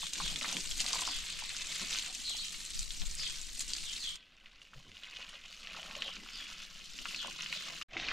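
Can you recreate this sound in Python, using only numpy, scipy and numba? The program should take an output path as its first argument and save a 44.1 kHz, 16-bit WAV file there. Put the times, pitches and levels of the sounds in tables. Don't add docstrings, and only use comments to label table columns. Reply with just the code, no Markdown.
import sys
import numpy as np
from scipy import signal
from scipy.fft import rfft, irfft
from scipy.io import wavfile
from scipy.ndimage import uniform_filter1d, map_coordinates
from numba import njit

SR = 44100
rng = np.random.default_rng(int(sys.argv[2]) if len(sys.argv) > 2 else 0)


def unload_audio(sound):
    columns = np.transpose(np.atleast_2d(sound))
    steps = np.round(np.clip(columns, -1, 1) * 32767)
    wavfile.write(sys.argv[1], SR, steps.astype(np.int16))


N = 358091
TIME = np.arange(N) / SR
MOVE_S, PAUSE_S, RESUME_S = 4.165, 7.83, 7.885

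# t/s, spray level/dB, splash level/dB
FLOW_FRONT = [(0, -46.5, -54.5), (.2, -47.5, -49.5), (.4, -47, -52), (.5, -46, -44.5), (.56, -43, -50.5),
              (.63, -46, -50.5), (.77, -46, -54), (.95, -44.5, -45.5), (1.25, -49, -50.5),
              (1.42, -51.5, -49.5), (1.7, -48, -50), (1.87, -46.5, -47.5), (1.98, -47.5, -48),
              (2.0, -45.5, -48.5), (2.05, -50.5, -51), (2.18, -49, -55), (2.5, -49.5, -56.5),
              (2.65, -49, -56.5), (3.05, -50.5, -59), (3.26, -49, -52), (3.54, -51.5, -60),
              (3.72, -48, -54.5), (3.92, -49.5, -54.5), (4.1, -49, -55), (4.16, -56, -56.5)]
FLOW_SIDE = [(4.2, -80.5, -65.5), (4.5, -75, -62), (4.85, -68.5, -65), (4.99, -65, -59.5), (5.07, -64, -52),
             (5.15, -61, -56.5), (5.21, -63.5, -50.5), (5.29, -60.5, -56), (5.38, -65.5, -56.5),
             (5.58, -61, -59.5), (5.7, -60.5, -49), (5.85, -57, -54), (6.1, -56.5, -52), (6.25, -59, -56.5),
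             (6.45, -56, -51.5), (6.8, -59, -58.5), (6.97, -55, -60), (7.1, -51.5, -52),
             (7.35, -53.5, -52.5), (7.58, -51.5, -49.5), (7.8, -53.5, -53.5)]
FLOW_END = [(7.88, -93, -77), (7.92, -73, -63), (7.96, -64.5, -54.5), (8.0, -59, -57.5),
            (8.07, -57.5, -52.5), (8.12, -61, -49.5)]
# f/Hz, level/dB
HEAP_TONE_FRONT = [(400, -15.5), (800, -18), (1400, -10.5), (1800, -7), (2300, -1.5), (2900, -1), (4200, 4),
                   (5200, 1), (7400, 2.5), (8500, -2), (10000, -9.5), (11000, -16), (12200, -14.5),
                   (15500, -31.5)]
HEAP_TONE_SIDE = [(400, -45), (900, -22), (1350, -3), (1750, -4.5), (2300, 0), (2900, -0.5), (3600, -1),
                  (4400, -0.5), (6200, -6), (7300, -8), (8200, -17), (9200, -16.5), (10500, -23.5),
                  (12200, -24), (15500, -32)]
HEAP_TONE_END = [(300, 1.5), (1000, -11), (1400, -7), (2200, 3.5), (3600, -6.5), (4400, -12.5),
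                 (6400, -18.5), (8500, -40), (11000, -53), (14000, -83)]
# f/Hz, level/dB
PUDDLE_TONE_FRONT = [(250, -29), (400, -12), (560, -6.5), (700, 1), (811, -0.5), (870, -4), (960, 1),
                     (1080, -3), (1400, -0.5), (1900, -9), (3000, -30)]
PUDDLE_TONE_SIDE = [(250, -23), (400, -13), (540, -4.5), (680, 1.5), (800, 0), (900, -6.5), (1080, -1.5),
                    (1400, -7), (1900, -7), (3000, -14)]
# f/Hz, level/dB
DRUM_TONE = [(60, -37), (120, -10.5), (155, 1.5), (195, 3.5), (250, -0.5), (310, -3), (420, -8.5),
             (700, -14)]
BREEZE_TONE = [(8, 4), (20, 8), (35, -4), (52, -7.5), (75, -22), (120, -35.5), (300, -49.5)]
AIR_TONE = [(40, 0), (85, 4.5), (120, -1), (190, 4.5), (400, -4), (560, -3), (900, -10.5), (1500, -20),
            (2900, -8), (5000, -20), (8500, -23), (14000, -39)]
# f/Hz, width/Hz, level/dB
TRAY_NOTES = [(531, 80, 5), (1050, 190, 5), (2030, 47, -4), (2535, 29, 5), (2867, 290, 1), (3480, 34, -6.5)]
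# t/s, then the high note's length/s, f/Hz, level/dB, then the low note's f/Hz, level/dB
BIRD_CHIRPS = [(-.07, 0.1, 4420, -65, 3750, -48), (.18, 0.068, 4400, -45, 3620, -41),
               (1.054, 0.069, 5120, -42, 3710, -43), (1.234, 0.084, 4460, -55, 3740, -54),
               (2.235, 0.072, 4350, -41, 3600, -43.5), (2.376, .048, 4200, -42.5, 3330, -49),
               (3.165, 0.09, 5060, -43, 3750, -43), (3.79, .089, 4250, -52, 3540, -45.5),
               (3.984, 0.072, 4650, -44.5, 3660, -40), (5.981, .08, 4160, -50, 3450, -44.5),
               (6.32, 0.066, 5050, -50.5, 3640, -47.5), (7.134, 0.075, 4450, -50, 3520, -43.5),
               (7.49, 0.093, 4410, -51.5, 3740, -50)]
# peak t/s, half-length/s, level/dB
WIND_GUSTS = [(0.278, 0.064, -41.5), (0.743, 0.072, -41), (1.197, 0.043, -45), (1.5, 0.24, -58.5),
              (2.796, 0.076, -40.5), (3.05, 0.12, -39), (3.49, 0.37, -50), (4.77, 0.032, -53),
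              (6.0, 0.91, -59.5), (7.298, 0.99, -62.5), (8.1, 0.096, -51)]
# t/s, level/dB, f/Hz
BIG_DROPS = [(.018, -32, 3380), (0.067, -25, 3640), (0.1336, -18, 6830), (0.1554, -26.5, 3620),
             (0.278, -24, 3540), (0.3587, -20.5, 3630), (0.4108, -23, 2940), (0.428, -23.5, 3900),
             (.457, -34, 2900), (0.5262, -21, 6090), (0.5671, -21, 3170), (0.7196, -25, 4000),
             (0.8026, -16.5, 4370), (0.8629, -18.5, 4180), (0.93, -17, 5100), (1.0067, -24, 7060),
             (1.2858, -28.5, 3520), (1.565, -24.5, 5600), (1.9282, -24, 3650), (1.947, -27.5, 2400),
             (1.957, -26.5, 2880), (1.9857, -18, 4150), (2.1487, -21.5, 5930), (2.367, -26, 5600),
             (2.4468, -35, 2800), (2.484, -30.5, 3680), (2.7916, -18, 6200), (2.9053, -26, 3650),
             (3.017, -26, 3400), (3.111, -25.5, 7040), (3.1512, -24, 8100), (3.233, -24, 3320),
             (3.2662, -28.5, 3280), (3.414, -26.5, 7200), (3.57, -32, 4870), (3.593, -19.5, 7550),
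             (3.7335, -18, 4700), (4.458, -41, 2750), (4.616, -39, 2900), (4.65, -46, 2930),
             (4.916, -42, 2870), (4.968, -38, 2930), (5.034, -34, 3350), (5.1096, -37, 4500),
             (5.161, -35.5, 3500), (5.1684, -33, 3500), (5.353, -38, 2960), (5.4388, -40, 3140),
             (5.539, -45, 3500), (5.671, -29.5, 2900), (5.829, -30.5, 3120), (5.91, -31, 2680),
             (5.9516, -29, 3040), (6.0204, -20.5, 3060), (6.0798, -31, 2870), (6.166, -34, 2540),
             (6.2876, -35, 2620), (6.84, -40, 3760), (6.9876, -28.5, 3070), (7.0543, -28.5, 2650),
             (7.108, -33, 2520), (7.145, -30, 2660), (7.1604, -27.5, 4250), (7.407, -28, 2800),
             (7.428, -33, 2540), (7.4602, -26.5, 2900), (7.526, -22, 2440), (7.699, -36, 2790),
             (7.8139, -29.5, 2370), (7.8216, -26.5, 3030), (7.9683, -31, 2030), (7.998, -24, 2720),
             (8.0844, -21, 2540), (8.107, -24, 3000)]
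# t/s, level/dB, f/Hz
AIR_POCKETS = [(.031, -36, 1030), (.2015, -27, 1120), (.444, -31, 1230), (.446, -28, 2050),
               (.936, -31, 1050), (.955, -30.5, 1010), (.993, -33.5, 1120), (1.02, -33, 990),
               (1.076, -30, 1070), (1.422, -38, 945), (4.734, -41.5, 1420), (5.065, -42, 2400),
               (5.132, -37, 2680), (5.207, -38, 2640), (5.33, -45, 1450), (5.747, -38.5, 1260),
               (5.772, -40, 1020), (5.788, -39.5, 760), (5.964, -36.5, 577), (6.032, -38, 2050),
               (6.06, -41, 560), (6.2615, -43, 1310), (6.403, -40, 1700), (7.055, -29.5, 1380),
               (7.146, -38, 2540), (7.228, -41, 1350), (7.247, -35.5, 1200), (7.526, -40, 2400),
               (7.529, -40, 1390), (7.39, -40, 1270), (7.683, -40, 1150), (7.813, -39, 1300),
               (7.968, -23, 2200), (8.025, -32, 1860), (8.087, -33, 1500), (8.113, -28, 1690)]
# t/s, length/s, extra spray level/dB, extra splash level/dB
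JET_SPUTTERS = [(0.129, 0.0091, 10, 13), (0.797, 0.043, 6, 8.5), (0.864, 0.018, -1.5, -3),
                (.93, 0.028, 3.5, -1), (1.004, 0.025, 6, -1), (2.294, 0.011, 8, 5), (2.442, 0.019, 8.5, 1),
                (2.542, 0.0091, -1, 14.5), (3.604, 0.017, 12, 9), (3.73, 0.012, -1, -6),
                (4.606, 0.038, 7, -10), (4.748, .012, 7, -6), (4.79, 0.014, 12, 4), (5.526, 0.035, 6, 0),
                (6.844, 0.022, 3.5, -6), (7.155, 0.01, -3, -16), (7.289, 0.01, 5, -9)]
# t/s, length/s, slop level/dB, drumming level/dB
PUDDLE_GURGLES = [(0.17, 0.1, -58, -57), (0.286, 0.11, -58.5, -56), (0.416, 0.15, -51.5, -60),
                  (0.549, 0.061, -60, -50.5), (0.797, 0.34, -53, -68), (1.814, 0.034, -51.5, -53),
                  (2.07, 0.053, -55.5, -78), (2.284, 0.12, -61.5, -82), (3.01, 0.034, -57, -61),
                  (4.716, 0.11, -68.5, -72), (4.842, 0.09, -73, -67), (5.07, 0.306, -67.5, -88),
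                  (5.674, 0.13, -65, -66.5), (5.822, 0.29, -56, -66.5), (6.136, 0.12, -75, -63),
                  (7.237, 0.066, -52, -64), (7.665, 0.089, -57.5, -75)]
# t/s, level/dB, f/Hz
DULL_KNOCKS = [(.557, -39, 232), (1.074, -43, 307), (1.821, -36.5, 237), (3.02, -47, 152),
               (4.754, -49, 131), (4.875, -49.5, 86), (7.962, -33.5, 325)]


def undb(db):
    return 10 ** (np.asarray(db) / 20)


def unit(x):
    return x / np.sqrt(np.mean(x ** 2))


def band(x, lo_hz, hi_hz, order=2):
    return signal.sosfilt(signal.butter(order, [lo_hz, hi_hz], "band", fs=SR, output="sos"), x)


def colour(x, tone, size=8192):
    hz, db = np.transpose(tone)
    grid = np.maximum(np.arange(size // 2 + 1) * SR / size, 1)
    cepstrum = irfft(np.log(undb(np.interp(np.log(grid), np.log(hz), db))))
    cepstrum[1:size // 2] *= 2
    cepstrum[size // 2 + 1:] = 0
    return signal.fftconvolve(x, irfft(np.exp(rfft(cepstrum))))[:len(x)]


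def wander(rate):
    return np.interp(TIME * rate, np.arange(N), rng.standard_normal(N))


def steady(x, lo_hz, hi_hz, size=5000):
    power = uniform_filter1d(band(x, lo_hz, hi_hz, order=4) ** 2, size)
    return x / np.sqrt(uniform_filter1d(power, size // 2) + 1e-18)


def between(start, end, ramp_s=.006):
    return np.clip(np.minimum(TIME - start, end - TIME) / ramp_s + .5, 0, 1)


def swell(centre_s, half_s):
    return np.exp(-np.minimum(((TIME - centre_s) / half_s) ** 2, 50))


def echoes(x, t60, wet_db, delay_s):
    t = TIME[:SR // 2]
    tail = rng.standard_normal((2, len(t))) * undb(-60 * t / t60) * (t > delay_s)
    tail *= undb(wet_db) / np.sqrt(np.sum(tail ** 2, axis=1, keepdims=True))
    return x + signal.fftconvolve(np.atleast_2d(x), tail, axes=1)[:, :N]


@njit
def ring(times, hz, cycles, size, glide):
    out = np.zeros(N)
    for k in range(len(times)):
        start, length = int(times[k] * SR), int(cycles[k] * SR / hz[k]) + 2
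        phase = 0.
        for i in range(min(length, N - start)):
            phase += 2 * np.pi * hz[k] * (1 + glide * i / length) / SR
            out[start + i] += size[k] * np.exp(-6.9 * i / length) * np.sin(phase)
    return out


def arrivals(rate, spread_db, fade_s, trickle):
    chance, weight = rng.random((2, N))
    lumps = (chance < rate / SR) * undb(-spread_db * np.log(weight + .1))
    power = signal.lfilter([1], [1, -np.exp(-1 / (fade_s * SR))], lumps ** 2)
    return np.sqrt(power / np.mean(power) + trickle)


def drops(rate, lo_hz, hi_hz, cycles, spread_db, glide):
    shower_rng = np.random.default_rng(rng.integers(1 << 30))
    when, pitch, life, weight = shower_rng.random((int(rate * N / SR), 4)).T
    hz = lo_hz * (hi_hz / lo_hz) ** pitch
    lives = cycles * 2 ** (2 * life - 1)
    size = undb(-spread_db * np.log(weight + .015)) * hz / np.sqrt(lives)
    return unit(ring(when * N / SR, hz, lives, size, glide))


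def pour(flow, heap, puddle, drop_rate, spread_db, lump_rate, lump_db, trickle, hiss_db,
         plink_db, plink_hz, ring_db, patter_db, slop_db, drum_db, wobble_db):
    falter_db = -8 * swell(centre_s=.11, half_s=.026)
    flow_db = falter_db + wobble_db * wander(24)
    times, *levels = np.transpose(flow)
    spray_db, splash_db = (np.interp(TIME, times, db) + flow_db for db in levels)
    extra_spray_db, extra_splash_db = sputters()
    lumps = arrivals(lump_rate, lump_db, fade_s=.0021, trickle=trickle)
    patter = drops(drop_rate, 1064, 14760, cycles=24., spread_db=spread_db, glide=.37)
    clusters = arrivals(rate=60, spread_db=1.2, fade_s=.013, trickle=.27)
    plinks = undb(plink_db) * drops(650, *plink_hz, cycles=48, spread_db=3.8, glide=.029) * clusters
    hiss = undb(hiss_db) * rng.standard_normal(N)
    patter = colour((patter + hiss) * lumps + plinks, heap)
    patter += undb(ring_db) * tray_ring(patter)
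    coarse = signal.sosfiltfilt(signal.butter(2, 4000, fs=SR, output="sos"), patter)
    splash = steady(coarse, 1600, 3000) * undb(splash_db + extra_splash_db + patter_db)
    spray = steady(patter - coarse, 5200, 12000) * undb(spray_db + extra_spray_db + patter_db)
    gurgle_slop, gurgle_drum = gurgles()
    bubbles = colour(drops(700, 340, 2030, cycles=13.2, spread_db=6., glide=.25), puddle)
    bubbles += undb(ring_db) * tray_ring(bubbles)
    slop = steady(bubbles, 450, 2150) * np.hypot(undb(splash_db + slop_db), gurgle_slop)
    thuds = colour(drops(500, 64., 630, cycles=10.6, spread_db=2.5, glide=0.), DRUM_TONE)
    drum = steady(thuds, 114, 400) * np.hypot(undb(spray_db + drum_db), gurgle_drum)
    return splash + spray + slop + drum


def tray_ring(x):
    return sum(undb(db) * signal.lfilter(*signal.iirpeak(hz, hz / width, fs=SR), x)
               for hz, width, db in TRAY_NOTES)


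def bird(rasp=.0734, flutter_db=2.5, gain_db=1.5, fall_per_s=1.55, low_s=.07):
    song = np.zeros(N)
    waver = rasp * wander(1000)
    flutter = unit(undb(flutter_db * wander(250)))
    for s, high_s, high_hz, high_db, low_hz, low_db in BIRD_CHIRPS:
        high = s, high_s, high_hz, high_hz * (1 - fall_per_s * high_s), high_db
        low = s + .63 * high_s, low_s, low_hz, low_hz * .83, low_db
        for start, length, first_hz, last_hz, db in (high, low):
            span = (TIME > start) & (TIME < start + length)
            progress = np.clip((TIME[span] - start) / length, 0, 1)
            hz = (last_hz + (first_hz - last_hz) * (1 - progress) ** 1.09) * (1 + waver[span])
            arch = 2 * np.sqrt(progress * (1 - progress))
            song[span] += undb(db + gain_db) * arch * np.sin(2 * np.pi * np.cumsum(hz) / SR)
    spots = between(-1, MOVE_S), between(MOVE_S, PAUSE_S)
    return sum(echoes(song * flutter * here, t60=.36, wet_db=2.5, delay_s=.004) for here in spots)


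def breeze(left_db=-3, right_db=-11, own_db=3, front_db=-55, later_db=-65.5):
    shared, left, right = (steady(colour(rng.standard_normal(N), BREEZE_TONE), 15, 70) for _ in range(3))
    rumble = np.array([undb(left_db) * (shared + undb(own_db) * left),
                       undb(right_db) * (shared + undb(own_db) * right)])
    wind = undb(np.where(TIME < MOVE_S, front_db, later_db))
    gusts = sum(undb(db) * swell(s, half_s) for s, half_s, db in WIND_GUSTS)
    return rumble * np.hypot(wind, gusts)


def open_air(level_db=-73, side_db=-7):
    mid, side = (unit(colour(rng.standard_normal(N), AIR_TONE)) for _ in range(2))
    return undb(level_db) * (mid + undb(side_db) * np.array([side, -side]))


def smacks(gain_db=1, burst_db=-14, burst_s=.0016, scatter_db=-27, scatter_s=.013):
    out, t = np.zeros(N), TIME[:SR // 12]
    fade = undb(burst_db) * np.exp(-t / burst_s) + undb(scatter_db) * np.exp(-t / scatter_s)
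    for start, db, hz in BIG_DROPS:
        crack = np.sin(2 * np.pi * hz * t) * np.exp(-t * hz / 2)
        droplets = unit(band(rng.standard_normal(len(t)), hz * .6, hz * 1.7)) * fade
        smack = band(crack + droplets, hz * .45, min(hz * 2.2, 8800), order=3)
        i = int((start + .001) * SR)
        out[i:i + len(t)] += undb(db + gain_db) * smack[:N - i]
    return out


def pops(table, cycles, glide, gain_db, after_s, after_db, band_ratio=1.96):
    out, lives = np.zeros(N), np.full(4, float(cycles))
    for start, db, hz in table:
        lag, detune = rng.random((2, 3))
        pitches = hz * 2 ** np.r_[0, .7 * (detune - .5)]
        sizes = undb(db + gain_db + np.r_[0, np.full(3, after_db)])
        pop = ring(np.r_[0, after_s * lag], pitches, lives, sizes, glide)[:SR // 3]
        i = int(start * SR)
        out[i:i + len(pop)] += band(pop, hz / band_ratio, hz * band_ratio, order=1)[:N - i]
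    return out


def sputters():
    spray, splash = np.zeros(N), np.zeros(N)
    for start, length, spray_db, splash_db in JET_SPUTTERS:
        shape = (TIME > start) * swell(start, length)
        spray += spray_db * shape
        splash += splash_db * shape
    return spray, splash


def gurgles(slop_gain_db=-2.5, drum_gain_db=1):
    slop, drum = np.zeros(N), np.zeros(N)
    for start, length, slop_db, drum_db in PUDDLE_GURGLES:
        shape = between(start, start + length, ramp_s=.016)
        slop += undb(slop_db + slop_gain_db) * shape
        drum += undb(drum_db + drum_gain_db) * shape
    return slop, drum


def shifting_echoes(x, t60, wet_db, delay_s, count=4):
    weights = np.array([wander(7) for _ in range(count)])
    weights /= np.sqrt(np.sum(weights ** 2, axis=0))
    return x + sum(w * (echoes(x, t60, wet_db, delay_s) - x) for w in weights)


def microphone(x, lag_samples=.15, left_db=.5, shimmer_db=-1.5):
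    left = map_coordinates(x[0], [np.arange(N) - lag_samples * (TIME < MOVE_S)], order=3)
    top = band(x.mean(axis=0), 10500, 18000, order=4)
    shimmer = echoes(top, t60=.0069, wet_db=shimmer_db, delay_s=0)[0] - top
    return np.array([left * undb(left_db) + shimmer, x[1] - shimmer])


def stereo_width(narrowest=.0035, hold_s=1.25, widen_s=1.93):
    since = TIME - np.where(TIME < PAUSE_S, MOVE_S, PAUSE_S)
    return np.where(TIME < MOVE_S, 1, np.clip((since - hold_s) / widen_s, narrowest, 1))


def scene():
    front = pour(FLOW_FRONT, HEAP_TONE_FRONT, PUDDLE_TONE_FRONT, drop_rate=5000, spread_db=4,
                 lump_rate=440, lump_db=4, trickle=.47, hiss_db=-5, plink_db=-23, plink_hz=(1766, 4680),
                 ring_db=-12.5, patter_db=-.5, slop_db=-18.5, drum_db=-18.5, wobble_db=1)
    side = pour(FLOW_SIDE, HEAP_TONE_SIDE, PUDDLE_TONE_SIDE, drop_rate=1700, spread_db=3.5,
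                lump_rate=150, lump_db=3, trickle=.79, hiss_db=1, plink_db=-4.5, plink_hz=(1403, 4070),
                ring_db=-1, patter_db=-2, slop_db=-15.5, drum_db=-12.5, wobble_db=1.5)
    end = pour(FLOW_END, HEAP_TONE_END, PUDDLE_TONE_SIDE, drop_rate=2700, spread_db=3.5,
               lump_rate=200, lump_db=4, trickle=.44, hiss_db=2.5, plink_db=-3, plink_hz=(1180, 4260),
               ring_db=-28, patter_db=3.5, slop_db=1, drum_db=-7, wobble_db=-.5)
    at_side = between(MOVE_S, PAUSE_S)
    water = front * between(-1, MOVE_S) + side * at_side + end * (TIME > RESUME_S)
    hits = smacks()
    water += hits + undb(-5.5) * tray_ring(hits * at_side)
    plops = pops(AIR_POCKETS, cycles=15, glide=.096, gain_db=1.5, after_s=.011, after_db=-8)
    knocks = pops(DULL_KNOCKS, cycles=20, glide=0., gain_db=-6.5, after_s=.0253, after_db=-7.5)
    water += band(plops, 740, 5700) + band(knocks, 48, 1200)
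    in_yard = shifting_echoes(water, t60=.075, wet_db=-6.5, delay_s=.0015)
    mix = microphone(in_yard) + bird() + breeze() + open_air()
    left, right = mix * (1 - between(PAUSE_S, RESUME_S))
    spread = (left - right) / 2 * stereo_width()
    return (left + right) / 2 + np.array([spread, -spread])


def record(dry):
    return signal.sosfilt(signal.ellip(10, .2, 70, 15600, fs=SR, output="sos"), dry)


dry = scene()
out = record(dry)
unload_audio(out)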